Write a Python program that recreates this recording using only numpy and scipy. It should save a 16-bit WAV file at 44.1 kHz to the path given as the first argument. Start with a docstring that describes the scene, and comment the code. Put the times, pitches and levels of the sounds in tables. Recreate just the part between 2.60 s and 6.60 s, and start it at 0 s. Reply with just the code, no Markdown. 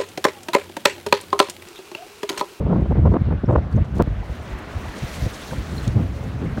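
"""Choppy water in the wind

Surf roars along the far wall of a wide channel. A nearby wave tumbles over, gurgles, and leaves
hissing foam whose bubbles burst. Spray splashes, drops ring as they trap air, and there is one tick.
Loudest is the wind on the microphone: it rumbles, swirls of air thump, and the fastest gusts rasp."""
import sys
import numpy as np
from scipy import signal
from scipy.fft import rfft, irfft
from scipy.io import wavfile
from scipy.ndimage import uniform_filter1d

SR = 44100
rng = np.random.default_rng(int(sys.argv[2]) if len(sys.argv) > 2 else 0)


def wav_record(signal):
    """Record a signal, one row per channel, as 16-bit PCM in the file named by sys.argv[1]."""
    frames = np.transpose(np.atleast_2d(signal))
    bounded = np.clip(frames, -1, 1)
    # unit amplitude maps onto the largest positive 16-bit level
    quanta = np.round(bounded * 32767).astype(np.int16)
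    wavfile.write(sys.argv[1], SR, quanta)


N = 176400   # 4 seconds
TOP_HZ = 15900   # the highest sound let through


def from_db(db):
    """Turn decibels into a number to multiply by."""
    return 10 ** (np.asarray(db) / 20)


def unit_level(x):
    """Scale a sound so its average power is 1."""
    return x / np.sqrt(np.mean(x ** 2) + 1e-20)


def over_time(rows):
    """Join (time, value) points with straight lines."""
    return np.interp(np.arange(N) / SR, *np.transpose(rows))


def level_at(tone, hz):
    """Look up a level in a tone table, which says how strong low and high sounds are."""
    f, db = np.transpose(tone)
    return np.interp(np.log(np.maximum(hz, 1)), np.log(f), db)


def drift(rate_hz):
    """A smooth random wobble, about 1 in size."""
    step = 40   # samples between random points
    r = np.exp(-2 * np.pi * step * rate_hz / SR)
    slow = signal.lfilter([1], [1, -2 * r, r * r], rng.standard_normal(N // step + 2002))[2000:]
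    return np.interp(np.arange(N) / step, np.arange(len(slow)), unit_level(slow))


def noise(tone, size=N):
    """Noise shaped by a tone table."""
    hz = np.arange(size // 2 + 1) * SR / size
    white = rfft(rng.standard_normal(size))
    return unit_level(irfft(white * from_db(level_at(tone, hz)) * (hz > 10), size))


def patchy_noise(tone, wobble_db, rate_hz, count=16):
    """Noise split into bands, low to high, that each swell and sink on their own."""
    whole = rfft(noise(tone))
    hz = np.arange(len(whole)) * SR / N
    place = np.interp(np.log1p(hz), np.log([100, TOP_HZ]), [0, count - 1])
    bands = (irfft(whole * np.maximum(1 - abs(place - k), 0), N) for k in range(count))
    return unit_level(sum(band * from_db(wobble_db * drift(rate_hz)) for band in bands))


def turbulence(tone, even_s, size=N):
    """Churning air: noise kept even in strength over spans longer than even_s."""
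    x = noise(tone, size)
    power = uniform_filter1d(abs(signal.hilbert(x)) ** 2, int(even_s * SR), mode="wrap")
    return unit_level(x / np.sqrt(power + 1e-9))


def swell(middle, length, db, steep=2.6):
    """A rounded rise and fall; length is its width at half power."""
    away = abs(2 * (np.arange(N) / SR - middle) / length)
    near = away < 10
    out = np.zeros(N)
    out[near] = from_db(db) * np.sqrt(.5 ** np.minimum(away[near] ** steep, 200))
    return out


def ring(clicks, hz, ring_s):
    """Each click starts a note that fades by 60 dB in ring_s."""
    r, w = from_db(-60 / (ring_s * SR)), 2 * np.pi * hz / SR
    return signal.lfilter([0, np.sin(w)], [1, -2 * r * np.cos(w), r * r], clicks + 1e-18)


def bubbles(tone, pitches, per_s, cycles, spread_db):
    """Bubbles of random size burst at random times and ring briefly."""
    strengths = from_db(spread_db * np.minimum(rng.exponential(1, N), 4)) * rng.choice([-1, 1], N)
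    bursts = strengths * (rng.random(N) < per_s / SR)
    which = rng.integers(0, len(pitches), N)
    return unit_level(sum(ring(bursts * (which == k), hz, cycles / hz) * hz * from_db(level_at(tone, hz))
                          for k, hz in enumerate(pitches)))


# Tone of the distant surf: f/Hz, level/dB
SURF_TONE = [(60, 4), (250, -3), (400, -4), (600, 0), (900, -6.5), (1400, -7.5), (2200, -15), (3500, -21),
             (5500, -35), (9000, -56), (15000, -58)]

def far_surf():
    """Waves along the far wall blend into a steady roar."""
    return from_db(-41) * patchy_noise(SURF_TONE, wobble_db=2.6, rate_hz=12)


# Tone of the tumbling water: f/Hz, level/dB
WAVE_TONE = [(100, 9), (300, 8), (600, 2), (1200, -1), (2000, -3), (3500, -14), (6000, -25), (10000, -44.5),
             (15000, -48)]
# How loud its roar is: t/s, level/dB
WAVE_LEVEL = [(0, -55.5), (1.25, -52.5), (1.6, -45.5), (1.8, -42), (1.93, -37), (2.4, -37), (2.85, -39),
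              (3.2, -38), (3.5, -43), (3.75, -42.5), (4, -38.5)]

def near_wave():
    """Water tumbles down the wave with a roar, and its bubbles gurgle."""
    gurgle = bubbles(WAVE_TONE, np.geomspace(280, 3200, 40), per_s=260, cycles=23, spread_db=3.5)
    roar = patchy_noise(WAVE_TONE, wobble_db=1.8, rate_hz=8.8)
    return from_db(over_time(WAVE_LEVEL)) * (roar + from_db(-8.5) * gurgle)


# Tone of the foam, and of the spray too: f/Hz, level/dB
FOAM_TONE = [(700, 4.5), (1800, 3.5), (3000, 5.5), (4200, 5), (4900, 0.5), (6000, 1.5), (8000, -4),
             (9800, -5.5), (11000, -9), (15500, -10.5)]
# How loud the foam's hiss is: t/s, level/dB
FOAM_LOUDNESS = [(0, -63.5), (.75, -68.5), (1.05, -65), (1.4, -61.5), (1.56, -61.5), (1.72, -52),
                 (2.05, -53.5), (2.3, -47), (2.42, -43), (2.55, -41), (2.68, -42.5), (2.88, -42.5),
                 (3.03, -46.5), (3.25, -44), (3.38, -52.5), (3.52, -53.5), (3.63, -51), (3.8, -56),
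                 (4, -52)]

def foam():
    """Countless tiny bubbles blend into a hiss; bigger ones burst one by one as a fizz."""
    fizz = bubbles(FOAM_TONE, np.geomspace(1500, 15000, 48), per_s=1700, cycles=27, spread_db=2.5)
    level = from_db(over_time(FOAM_LOUDNESS) + 0.83 * drift(25))
    hiss = patchy_noise(FOAM_TONE, wobble_db=1.76, rate_hz=16)
    return level * (hiss + from_db(-8) * fizz)


# Small splashes: middle t/s, length/s, level/dB before filtering, lowest f/Hz, highest f/Hz
SPRAY_SPLASHES = [(.315, .015, -61.5, 5000, 13000), (0.522, .03, -59, 3500, 9000),
                  (0.617, .008, -60, 7040, 15000), (0.927, 0.022, -53.5, 6000, 11000),
                  (1.128, 0.026, -56, 4000, 13000), (1.163, .018, -58, 5500, 14000),
                  (1.253, .015, -56, 4000, 10900), (1.376, 0.035, -47.5, 3500, 15000),
                  (1.988, 0.0084, -46, 6000, 15000), (2.389, .006, -35, 5500, 10000),
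                  (3.279, 0.0029, -29, 4200, 9000), (3.99, 0.025, -50, 2500, 10000)]

def spray():
    """Spray lands in short, high, crackling splashes."""
    grain = from_db(3.5 * np.clip(drift(300), -2, 2))
    crackle = unit_level(noise(FOAM_TONE) * grain)
    out = np.zeros(N)
    for middle, length, db, low, high in SPRAY_SPLASHES:
        band = signal.butter(2, [low, high], "band", fs=SR, output="sos")
        out += signal.sosfilt(band, swell(middle, length, db) * crackle + 1e-18)
    return out


# Single drops and big bubbles: t/s, starting f/Hz, level/dB, time to fade by 60 dB/s
WATER_DROPS = [(.857, 5400, -46, 0.032), (1.124, 4450, -40, .035), (1.161, 6130, -44.5, .03),
               (1.631, 900, -25, 0.037), (2.91, 1520, -22.5, 0.024), (3.18, 4100, -30, 0.039),
               (3.86, 2156, -31.5, 0.039), (3.974, 1470, -18.5, 0.03), (3.977, 1175, -25, 0.028)]

def drops():
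    """Each drop traps a bubble that rings briefly and unevenly, rising in pitch."""
    attack_s, rise_per_s, noisy_share = 0.0014, 3.1, 0.51
    out = np.zeros(N)
    for start, hz, db, ring_s in WATER_DROPS:
        age = np.clip(np.arange(N) / SR - start, 0, 2 * ring_s)
        shape = (1 - np.exp(-age / attack_s)) * from_db(-60 * age / ring_s)
        wobble = drift(0.087 * hz) + 1j * drift(0.059 * hz)   # shakes both level and pitch
        waver = np.sqrt(1 - noisy_share) + np.sqrt(noisy_share / 2) * wobble
        note = np.exp(2j * np.pi * hz * age * (1 + rise_per_s * age / 2))
        out += from_db(db) * shape * np.imag(waver * note)
    return out


def tick(start_s=1.4233, db=-13.5, brightness_hz=900):
    """One sharp tick: a sudden jump that sinks back at once."""
    age = np.arange(N) / SR - start_s
    return from_db(db) * (age >= 0) * np.exp(-2 * np.pi * brightness_hz * abs(age))


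# Strength of the wind between thumps, which also feeds the rasp: t/s, level/dB
WIND_LEVEL = [(0, -23), (.15, -24), (.27, -24.5), (.44, -17.5), (.58, -27), (.75, -17.5), (.81, -33),
              (.95, -21.5), (1.06, -26.5), (1.27, -31.5), (1.36, -23), (1.55, -40.5), (1.66, -37),
              (2.08, -40.5), (2.25, -33), (2.37, -51), (2.6, -31), (2.82, -50), (2.96, -27.5),
              (3.06, -34.5), (3.2, -28.5), (3.42, -22.5), (3.55, -26), (3.72, -33.5), (3.84, -25.5),
              (4, -27.5)]
# Tone of the rumble: f/Hz, level/dB
RUMBLE_TONE = [(20, -40), (30, -28), (45, -3), (68, 5.5), (110, -2), (190, -9), (280, -15), (450, -28.5),
               (900, -45), (2000, -87.5)]

def wind_rumble():
    """Wind pushes unevenly on the microphone and makes a deep, lumpy rumble."""
    level = from_db(over_time(WIND_LEVEL) + 0.89 * drift(25))
    return level * turbulence(RUMBLE_TONE, even_s=0.054)


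# The fastest gusts: middle t/s, length/s, level/dB
GUSTS = [(.006, 0.018, -21.5), (.028, .012, -28.5), (.074, 0.018, -24), (.112, 0.028, -23),
         (.132, 0.018, -17), (.163, 0.012, -18), (.195, .018, -26.5), (.26, 0.026, -27.5),
         (.313, 0.0081, -18.5), (.323, 0.0086, -19), (.357, 0.0079, -24), (.371, 0.0038, -18),
         (.386, 0.015, -22), (.441, .008, -26), (.46, 0.012, -14), (.477, 0.016, -17.5), (.524, 0.013, -22),
         (.542, 0.0071, -15), (.555, 0.012, -16.5), (.568, 0.0056, -14.5), (.687, 0.0077, -26),
         (.711, 0.0078, -17), (.726, 0.0094, -18), (.743, 0.016, -32), (.841, 0.0072, -26),
         (.894, .018, -15.5), (.911, 0.0048, -14.5), (.935, 0.018, -18), (.954, .004, -15),
         (.96, 0.0065, -10.5), (.984, .013, -19.5), (1.07, 0.0062, -29.5), (1.182, 0.02, -25),
         (1.338, 0.0076, -29), (1.374, 0.013, -25.5), (1.404, 0.015, -11.5), (1.419, 0.0065, -14.5),
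         (1.476, 0.0073, -27.5), (1.697, 0.0086, -30.5), (2.662, 0.018, -31.5), (2.93, 0.014, -25),
         (3.368, 0.013, -26), (3.4, 0.02, -27.5), (3.635, 0.015, -29.5), (3.83, 0.014, -32.5)]
# Tone of their rasp: f/Hz, level/dB
RASP_TONE = [(60, -14), (150, 10.5), (300, 2), (550, -1.5), (900, -11.5), (1300, -23), (2000, -42),
             (3200, -52), (8000, -73.5)]
# Tone of their crackle: f/Hz, level/dB
CRACKLE_TONE = [(400, -25.5), (950, 9.5), (1300, 1.5), (2000, -12), (3000, -23), (5000, -39.5),
                (9000, -56.5)]

def wind_rasp():
    """Fast air tears at the microphone's opening: it rasps, and crackles when strongest."""
    flutter = unit_level(from_db(1.9 * np.tanh(drift(140))))
    gusts = np.sqrt(sum(swell(*gust, steep=2.96) ** 2 for gust in GUSTS))
    breeze = from_db(over_time(WIND_LEVEL) - 21.5 + 1.2 * drift(24))
    tearing = flutter * np.hypot(gusts, breeze)
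    crackle = from_db(-0.5) * tearing ** 2.06 * noise(CRACKLE_TONE)   # grows faster than the rasp
    return tearing * turbulence(RASP_TONE, even_s=0.0085) + crackle


# Swirls of air: middle t/s, length/s, level/dB, pitch f/Hz
SWIRLS = [(0.057, 0.0077, -14, 104), (0.134, 0.13, -18, 147), (0.224, 0.0098, -9.5, 74),
          (0.318, 0.039, -15, 72.4), (0.387, 0.021, -11.5, 81.5), (0.441, 0.051, -16.5, 90),
          (0.5, 0.041, -12.5, 69), (0.616, 0.011, -12, 91), (0.679, 0.022, -17, 85),
          (0.732, 0.03, -23, 100), (0.841, 0.0067, -13.5, 126), (0.89, 0.018, -15, 110),
          (0.936, 0.019, -15.5, 150), (0.976, 0.034, -17, 79), (1.168, 0.048, -12.5, 75),
          (1.216, 0.02, -13, 66.5), (1.4, 0.06, -17.5, 74.6), (1.478, 0.011, -16.5, 67.5),
          (1.515, 0.032, -19.5, 65.5), (1.589, 0.044, -23.5, 62), (1.709, 0.03, -23, 69.4),
          (1.801, 0.022, -29, 71), (1.93, 0.035, -26.5, 64.4), (2.168, 0.019, -21.5, 65.4),
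          (2.285, .025, -29.5, 70), (2.363, .035, -34.5, 260), (2.435, 0.021, -22, 76),
          (2.633, 0.017, -16, 84.5), (2.665, 0.021, -19.5, 102), (2.929, 0.024, -30, 128),
          (2.997, 0.031, -21, 71), (3.138, 0.057, -26, 119), (3.282, 0.019, -14, 91),
          (3.367, 0.019, -12.5, 95), (3.412, 0.056, -21, 121), (3.669, 0.049, -24.5, 105),
          (3.753, 0.021, -24.5, 108), (3.839, 0.053, -25.5, 175), (3.91, 0.027, -25.5, 123),
          (3.98, 0.013, -20.5, 163)]
# Tone of one thump: multiple of its pitch, level/dB
THUMP_TONE = [(.25, -35.5), (.55, -7.5), (.85, -0.5), (1.15, -2.5), (1.8, -10), (3.2, -22), (6, -33.5),
              (12, -55), (30, -89)]

def wind_thumps():
    """Each swirl of air hits the microphone with a short, low thump."""
    out = np.zeros(N)
    for middle, length, db, hz in SWIRLS:
        tone = [(multiple * hz, level) for multiple, level in THUMP_TONE]
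        air = turbulence(tone, even_s=0.015, size=N // 10)
        out += swell(middle, length, db, steep=2.8) * np.resize(air, N)
    return out


def scene():
    """Water, a tick and wind, added up in one channel."""
    water = far_surf() + near_wave() + foam() + spray() + drops()
    wind = wind_rumble() + wind_rasp() + wind_thumps()
    return (water + tick() + wind)[None]


def record(dry, low_cut_hz=35.6, fade_s=.004):
    """The microphone loses the deepest bass and highest treble; the sound fades in and out."""
    fade = over_time([(0, 0), (fade_s, 1), (N / SR - fade_s, 1), (N / SR, 0)])
    bass_cut = signal.butter(4, low_cut_hz, "high", fs=SR, output="sos")
    treble_cut = signal.ellip(12, .1, 90, TOP_HZ, fs=SR, output="sos")
    return signal.sosfilt(treble_cut, fade * signal.sosfilt(bass_cut, dry))


dry = scene()
out = record(dry)
wav_record(out)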